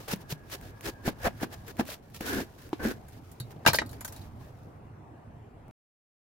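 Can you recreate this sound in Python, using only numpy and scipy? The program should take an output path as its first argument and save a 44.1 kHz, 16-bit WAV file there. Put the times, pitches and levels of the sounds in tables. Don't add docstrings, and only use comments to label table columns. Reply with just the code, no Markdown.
import sys
import numpy as np
from scipy import signal
from scipy.fft import rfft, irfft, next_fast_len
from scipy.io import wavfile
from scipy.ndimage import uniform_filter1d, map_coordinates

SR = 44100
rng = np.random.default_rng(int(sys.argv[2]) if len(sys.argv) > 2 else 0)


def master(y):
    cut = np.clip(np.atleast_2d(y).T, -1, 1)
    pcm = np.round(cut * 32767)
    wavfile.write(sys.argv[1], SR, pcm.astype(np.int16))


N = 277962


def cabbage():
    # t/s, rise/s, hold/s, crunch level/dB, body level/dB, body f/Hz
    strokes = [(0.0, 0.0035, 0.0056, -55.5, -50.5, 465), (.076, .005, 0.033, -45, -41.5, 600),
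               (0.104, 0.011, .023, -37, -42, 380), (.197, 0.012, 0.018, -57, -74.5, 414),
               (0.29, 0.018, 0.018, -39, -45.5, 358), (0.493, 0.034, 0.024, -40.5, -45, 520),
               (0.614, .012, 0.08, -59, -55.5, 342), (0.826, 0.033, 0.035, -40.5, -38, 370),
               (1.041, .025, 0.026, -39.5, -32, 367), (1.164, 0.073, 0.0071, -50, -42.5, 570),
               (1.233, .02, 0.022, -39, -28, 670), (1.393, 0.036, 0.014, -42.5, -33, 361),
               (1.497, .036, 0.013, -49.5, -46.5, 656), (1.656, 0.024, 0.031, -50.5, -47.5, 400),
               (1.777, 0.022, 0.012, -41.5, -29.5, 327), (1.844, 0.052, 0.049, -45, -51, 630),
               (2.137, 0.0096, 0.026, -49, -59.5, 430), (2.204, .003, .05, -49, -41, 378),
               (2.249, .015, 0.048, -40.5, -37.5, 330.4), (2.304, 0.023, 0.089, -42.5, -35, 312),
               (2.573, 0.0082, 0.1, -60.5, -60, 450), (2.789, 0.013, 0.027, -60.5, -38, 370),
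               (2.812, 0.029, 0.073, -43.5, -34, 360), (3.118, .004, 0.064, -64, -65.5, 396),
               (3.5, 0.0099, 0.015, -59, -52.5, 336), (3.912, 0.02, 0.014, -59, -57, 397),
               (4.097, 0.026, .13, -61, -69.5, 383), (4.397, 0.0067, 0.088, -66.5, -62.5, 484)]
    # f/Hz, spectral level/dB
    crunch_spectrum = [(530, -39.5), (900, -11), (1060, -11), (1370, -10), (1520, -32.5), (1780, -10.5),
                       (2580, -9.5), (5550, -11.5), (7210, -15), (8230, -18), (13300, -14), (15900, -16)]
    # f/Hz, bandwidth/Hz, level/dB
    squeak_modes = [(1469, 240, -2.5), (1717, 195, 2), (2130, 980, -7)]
    # t/s, level/dB
    rustle_levels = [(0.0, -54.5), (.3, -71), (.62, -61.5), (.7, -73), (.85, -64), (1.1, -73), (1.39, -62),
                     (1.8, -65), (1.96, -77), (2.25, -53.5), (2.45, -63.5), (2.9, -66), (3.15, -68),
                     (3.35, -64.5), (3.65, -69), (4.04, -65.5), (4.63, -70.5), (4.94, -87.5)]
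    # f/Hz, correlation
    likeness = [(60, 0.54), (180, 1), (550, 0.59), (1650, 0.037), (4970, -0.032), (15000, 0.18)]
    # f/Hz, level/dB
    balance = [(60, -1.5), (240, -0.5), (950, 0.51), (3770, 0.0), (15000, -0.5)]
    cells = grains(spread_db=3.5, clump_db=1.6, clump_rate=200)
    crunch = unit(filtered(cells, lambda hz: amp(along(crunch_spectrum, hz))))
    friction = grains(spread_db=3.5, clump_db=1.5, clump_rate=75)
    squeak = unit(filtered(friction, lambda hz: resonant(squeak_modes)(hz) ** 2))
    pushes = grains(spread_db=4.0, clump_db=2.5, clump_rate=70)
    pair, t = np.zeros((2, N)), np.arange(N) / SR
    for s, rise, hold, crunch_db, body_db, body_hz in strokes:
        fall = 0.011 + 0.29 * hold
        knots = s + np.cumsum([-rise, rise, rise, hold, fall, 1.2 * fall])
        span = slice(max(round(knots[0] * SR), 0), round(knots[-1] * SR))
        force = amp(np.interp(t[span], knots, [-34, -17.5, 3.5, 1.0, -19.5, -26]))
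        cavity = unit(band(pushes[:, span], body_hz / 1.5, body_hz * 1.338))
        upper = unit(band(pushes[:, span], body_hz / 1.1, body_hz * 2.6))
        body = cavity + amp(-3.5 - 110.5 * hold) * upper
        body *= amp(np.interp(t[span], knots[2:4], [-5.1, 0.5]))
        body += 0.31 * unit(band(pushes[[0, 0], span], 35, 100))
        squeak_db = -8 + 21.5 * hold + 0.23 * crunch_db + 0.77 * body_db
        cut = amp(crunch_db) * crunch[:, span] + amp(body_db) * body + amp(squeak_db) * squeak[:, span]
        pair[:, span] += force * cut
    rustle = amp(curve(rustle_levels) + 2.1 * wobble(21)) * crunch[::, ::-1]
    return stereo(pair + rustle + whistle(), likeness, balance, left_lag_s=-0.000097)


def ribs():
    # t/s, level/dB
    snaps = [(0.084, -27), (0.1604, -33), (0.2107, -44), (0.4994, -33), (.613, -36), (.8096, -28.5),
             (.839, -36), (1.048, -39), (1.411, -32.5), (1.5332, -34.5), (1.6813, -27), (1.769, -35),
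             (1.8542, -35), (1.8822, -29), (1.9008, -36), (1.9194, -25), (2.1006, -46), (2.1464, -33),
             (2.2095, -22), (2.692, -41), (2.7304, -39), (3.509, -39), (5.6818, -48.5)]
    out, t = np.zeros((2, N)), np.arange(SR // 25) / SR
    for s, db in snaps:
        hz = 2180 * np.exp(rng.normal(0, 0.068))
        burst = rng.standard_normal((2, len(t))) * (decay(t, 0.0017) + 0.19 * decay(t, 0.056))
        click = 0.5 * np.diff(burst, prepend=0)
        ring = np.sin(2 * np.pi * hz * t) * decay(t, 0.0019)
        add(out, s, amp(db - 1.5) * (click + ring), pan_db=rng.normal(0.6, 2))
    return out


def squeals():
    # t/s, duration/s, level/dB, starting f/Hz
    grips = [(2.278, .048, -34.5, 1480), (2.794, .04, -40.5, 1488)]
    out, climb_hz_per_s = np.zeros((2, N)), 2500
    for s, length, db, hz in grips:
        t = np.arange(round(length * SR)) / SR
        roughness = np.cumsum(rng.normal(0, 0.04, (2, len(t))), axis=1)
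        phase = 2 * np.pi * (hz + climb_hz_per_s * t / 2) * t + roughness
        arch = np.sqrt(np.abs(np.sin(np.pi * t / length)))
        add(out, s, amp(db) * arch * np.sin(phase))
    return out


def whistle():
    t, start_s, stop_s = np.arange(N) / SR, 0.14, 1.63
    outside_s = np.maximum(0, np.maximum(start_s - t, t - stop_s))
    tone = unit(filtered(rng.standard_normal((2, N)), lambda hz: resonant([(1660, 130, 0)])(hz) ** 2))
    return amp(-65.5 + 2.2 * wobble(12.4)) * decay(outside_s, 0.45) * tone


def board():
    # t/s, level/dB, f/Hz, T60/s
    thuds = [(.135, -19, 184, 0.037), (.324, -25.5, 149, 0.064), (1.078, -10, 203, 0.016),
             (1.269, -14.5, 218, 0.019), (1.431, -16, 272, 0.022), (1.795, -12, 255, 0.026),
             (1.889, -31.5, 607, 0.027), (2.208, -25, 197, 0.025), (2.335, -30.5, 283, 0.11),
             (2.402, -24, 243, 0.027), (2.73, -17, 327, 0.031), (2.851, -23, 225.5, .14),
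             (3.404, -33.5, 126.5, 0.16), (3.562, -41, 154, 0.15), (3.664, -15.5, 220, 0.024),
             (3.686, -19, 143, .05)]
    out, t = np.zeros((2, N)), np.arange(SR // 8) / SR
    attack = 1 - np.exp(-t / 0.0018)
    slap_envelope = amp(-20) * decay(t, 0.037) + amp(-26.5) * decay(t, 0.14)
    for s, db, hz, t60 in thuds:
        phase = 2 * np.pi * hz * t * (1 + 0.05 * np.exp(-t / 0.0051))
        overtone = 2.2 * decay(t, 0.0085) * np.sin(2.5 * phase)
        ring = (np.sin(phase) + overtone) * decay(t, t60) * attack
        slap = band(rng.standard_normal((2, len(t))), 500, 3500) * slap_envelope
        add(out, s, amp(db + 4.0) * (slap - ring))
    lead_s = 7e-5
    return filtered(out, lambda hz: np.exp(1j * np.pi * hz * np.array([[lead_s], [-lead_s]])))


def knife():
    # t/s, level/dB, handle gain/dB, edge gain/dB, favoured f/Hz, ring gain/dB
    contacts = [(3.0837, -52.5, -1.5, 4.5, 2180, -5), (3.315, -53, -12, 10.5, 1800, -15),
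                (3.4007, -39.5, -7.5, 1, 3874, -1), (3.6505, -34, 3.5, -16.5, 1880, -13),
                (3.6626, -8, -2, -13.5, 2670, -6), (3.674, -6, -8, -9, 2290, -9),
                (3.6811, -17, -2, -20.5, 5140, -3), (3.6964, -27, 2.5, -18, 3900, -10),
                (3.7322, -22, 0.5, 3.3, 3960, -18), (3.7441, -16, -6, -11, 4670, -11),
                (3.7562, -37, -17, 11.5, 4340, 0), (3.7867, -17, -9.5, -38, 1990, 6),
                (3.8161, -40, 15, -22, 1820, -8), (3.8615, -50, -20, 5, 4450, -8),
                (3.8923, -44, -26, 1.5, 3900, -12), (3.9125, -54, -23, 10, 4720, -7),
                (3.9296, -46, -1.5, 1, 4400, -14), (4.0084, -36.5, -3, 0.5, 2010, -3),
                (4.0475, -32, -3, 4, 5940, -10), (4.0782, -38.5, -3.5, 4.5, 5170, -9),
                (4.1237, -44, -6, 8, 1890, -15), (4.1624, -44.5, -7, 3, 4100, -9),
                (4.2138, -54, -18, -0.5, 3900, -3)]
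    # f/Hz, level/dB, T60/s before damping by the stone
    blade_modes = [(1890, -2, .04), (2399, -7, 0.045), (2970, -11, 0.088), (3860, 0, 0.16),
                   (4420, 1.5, 0.11), (5190, -5, 0.086), (5800, -7.5, 0.048), (6980, -7.5, 0.11),
                   (7800, -14, .04), (8940, -14, 0.033), (10230, -8, 0.055), (10600, -9, .04),
                   (10840, -5.5, 0.055), (11800, -5.5, 0.06), (12920, -6, .05), (13600, -10.5, .05),
                   (14950, -14, .05)]
    # f/Hz, bandwidth/Hz, level/dB
    handle_modes = [(390.4, 560, -7), (640, 160, -1.5), (870, 79, 1.5), (995, 190, -2.5), (1229, 90, -3.5),
                    (1568, 100, 0), (1940, 220, -10.5)]
    blade, handle = np.zeros((2, 2, N))
    t, rattle_t60, stone_t60, pan_db = np.arange(SR // 5) / SR, 0.087, 0.548, 0.2
    for s, db, knock_db, edge_db, favoured_hz, ring_db in contacts:
        rattle, edge, knock = rng.standard_normal((3, 2, len(t))) * decay(t, rattle_t60)
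        for hz, mode_db, t60 in blade_modes:
            spot_db = edge_db if hz > 6500 else -26 * abs(np.log2(hz / favoured_hz))
            roughness = np.cumsum(rng.normal(0, 0.055, len(t))) + rng.uniform(0, 2 * np.pi, (2, 1))
            gain = amp(db + ring_db + mode_db + spot_db + rng.normal(0, 1.7))
            envelope = decay(t, t60) * decay(t, stone_t60)
            add(blade, s, gain * envelope * np.sin(2 * np.pi * hz * t + roughness), pan_db)
        rattle = band(rattle, 2200, 5700) + 2.6 * band(rattle, favoured_hz / 0.99, favoured_hz * 1.1)
        add(blade, s, amp(db - 5.0) * rattle, pan_db)
        add(blade, s, amp(db + edge_db - 5.5) * band(edge, 6300, 16500), pan_db)
        add(handle, s, amp(db + knock_db + 15.5) * decay(t, 0.1) * (knock + 0.32 * knock[0]), pan_db)
    return blade + filtered(handle, resonant(handle_modes))


def kitchen(x):
    # f/Hz, T60/s
    decay_times = [(200, 0.38), (2000, .15), (10000, 0.027)]
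    hz, t, spectra = signal.stft(rng.standard_normal((2, SR // 3)), SR, nperseg=256)
    tail = signal.istft(spectra * decay(t, along(decay_times, hz)[:, None]), SR, nperseg=256)[1]
    delayed = np.pad(x, ((0, 0), (200, 0)))
    return signal.fftconvolve(delayed, tail / np.linalg.norm(tail[0]), axes=1)[:, :N]


def hum():
    # f/Hz, spectral level/dB
    spectrum = [(12, -49.5), (20, -18), (53, -14), (110, -3.5), (127, -7.5), (172, -14.5), (255, -15.5),
                (574, -23.5), (642, -21), (759, -21), (976, -25.5), (2460, -40.5), (3950, -52.5),
                (14700, -60), (16000, -64.5)]
    # t/s, relative level/dB
    levels = [(0.0, -54.5), (1.3, -55), (2.3, -58), (2.95, -54.5), (3.3, -56), (3.79, -51), (4.4, -55.5),
              (5.15, -55.5), (5.6, -56)]
    # f/Hz, correlation
    likeness = [(60, 1), (180, 0.92), (550, 0.47), (1650, -0.32), (4970, -0.25), (15000, -0.02)]
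    # f/Hz, level/dB
    balance = [(60, -2.0), (240, -1.5), (950, 1.5), (3770, -0.34), (15000, 0.0)]
    spectra = signal.stft(rng.standard_normal((2, N)), nperseg=1024)[2]
    patches = uniform_filter1d(rng.standard_normal(spectra.shape[1:]), size=8, axis=0)
    patches = uniform_filter1d(patches, size=6, axis=1)
    noise = signal.istft(spectra * amp(2.2 * unit(patches)), nperseg=1024)[1][:, :N]
    rumble = unit(filtered(noise, lambda hz: amp(along(spectrum, hz))))
    return amp(curve(levels) + 7.0) * stereo(rumble, likeness, balance, left_lag_s=-0.00016)


def amp(db):
    return 10 ** (np.asarray(db) / 20)


def decay(t, t60):
    return amp(-60 * t / t60)


def unit(x):
    return x / np.sqrt(np.mean(x ** 2) + 1e-20)


def along(points, hz):
    f, values = np.transpose(points)
    return np.interp(np.log(hz + 1), np.log(f + 1), values)


def curve(points):
    return np.interp(np.arange(N) / SR, *np.transpose(points))


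def wobble(rate):
    return map_coordinates(rng.standard_normal(int(N * rate / SR) + 4), [np.arange(N) * rate / SR])


def grains(spread_db, clump_db, clump_rate):
    sizes = amp(spread_db * rng.standard_normal((2, N)) + clump_db * wobble(clump_rate))
    return unit(sizes * rng.standard_normal((2, N)))


def filtered(x, response):
    size = next_fast_len(N + SR // 2)
    return irfft(rfft(x, size) * response(np.fft.rfftfreq(size, 1 / SR)), size)[..., :N]


def band(x, low_hz, high_hz):
    sections = signal.butter(2, [low_hz, min(high_hz, SR / 2.2)], "band", fs=SR, output="sos")
    return signal.sosfilt(sections, x)


def resonant(modes):
    return lambda f: sum((-1) ** k * amp(db) * 1j * f * width / (hz * hz - f * f + 1j * f * width)
                         for k, (hz, width, db) in enumerate(modes))


def stereo(pair, likeness, balance, left_lag_s):
    angle = lambda hz: np.arccos(np.clip(along(likeness, hz), -1, 1)) / 2
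    mid, side = filtered(pair, lambda hz: np.array([np.cos(angle(hz)), np.sin(angle(hz))]))
    left = lambda hz: amp(along(balance, hz) / 2) * np.exp(-1j * np.pi * hz * left_lag_s)
    return filtered(np.array([mid + side, mid - side]), lambda hz: np.array([left(hz), 1 / left(hz)]))


def add(track, s, sound, pan_db=0):
    start = round(s * SR)
    track[:, start:start + sound.shape[-1]] += sound * amp([[pan_db / 2], [-pan_db / 2]])


def scene():
    impacts = board() + ribs() + knife()
    room = amp(-21) * kitchen(impacts)
    return cabbage() + squeals() + impacts + room + hum()


def record(dry):
    end_s, top_hz = 5.7105, 16000
    return filtered(dry * (np.arange(N) < end_s * SR), lambda hz: 1 / (1 + (hz / top_hz) ** 160))


dry = scene()
out = record(dry)
master(out)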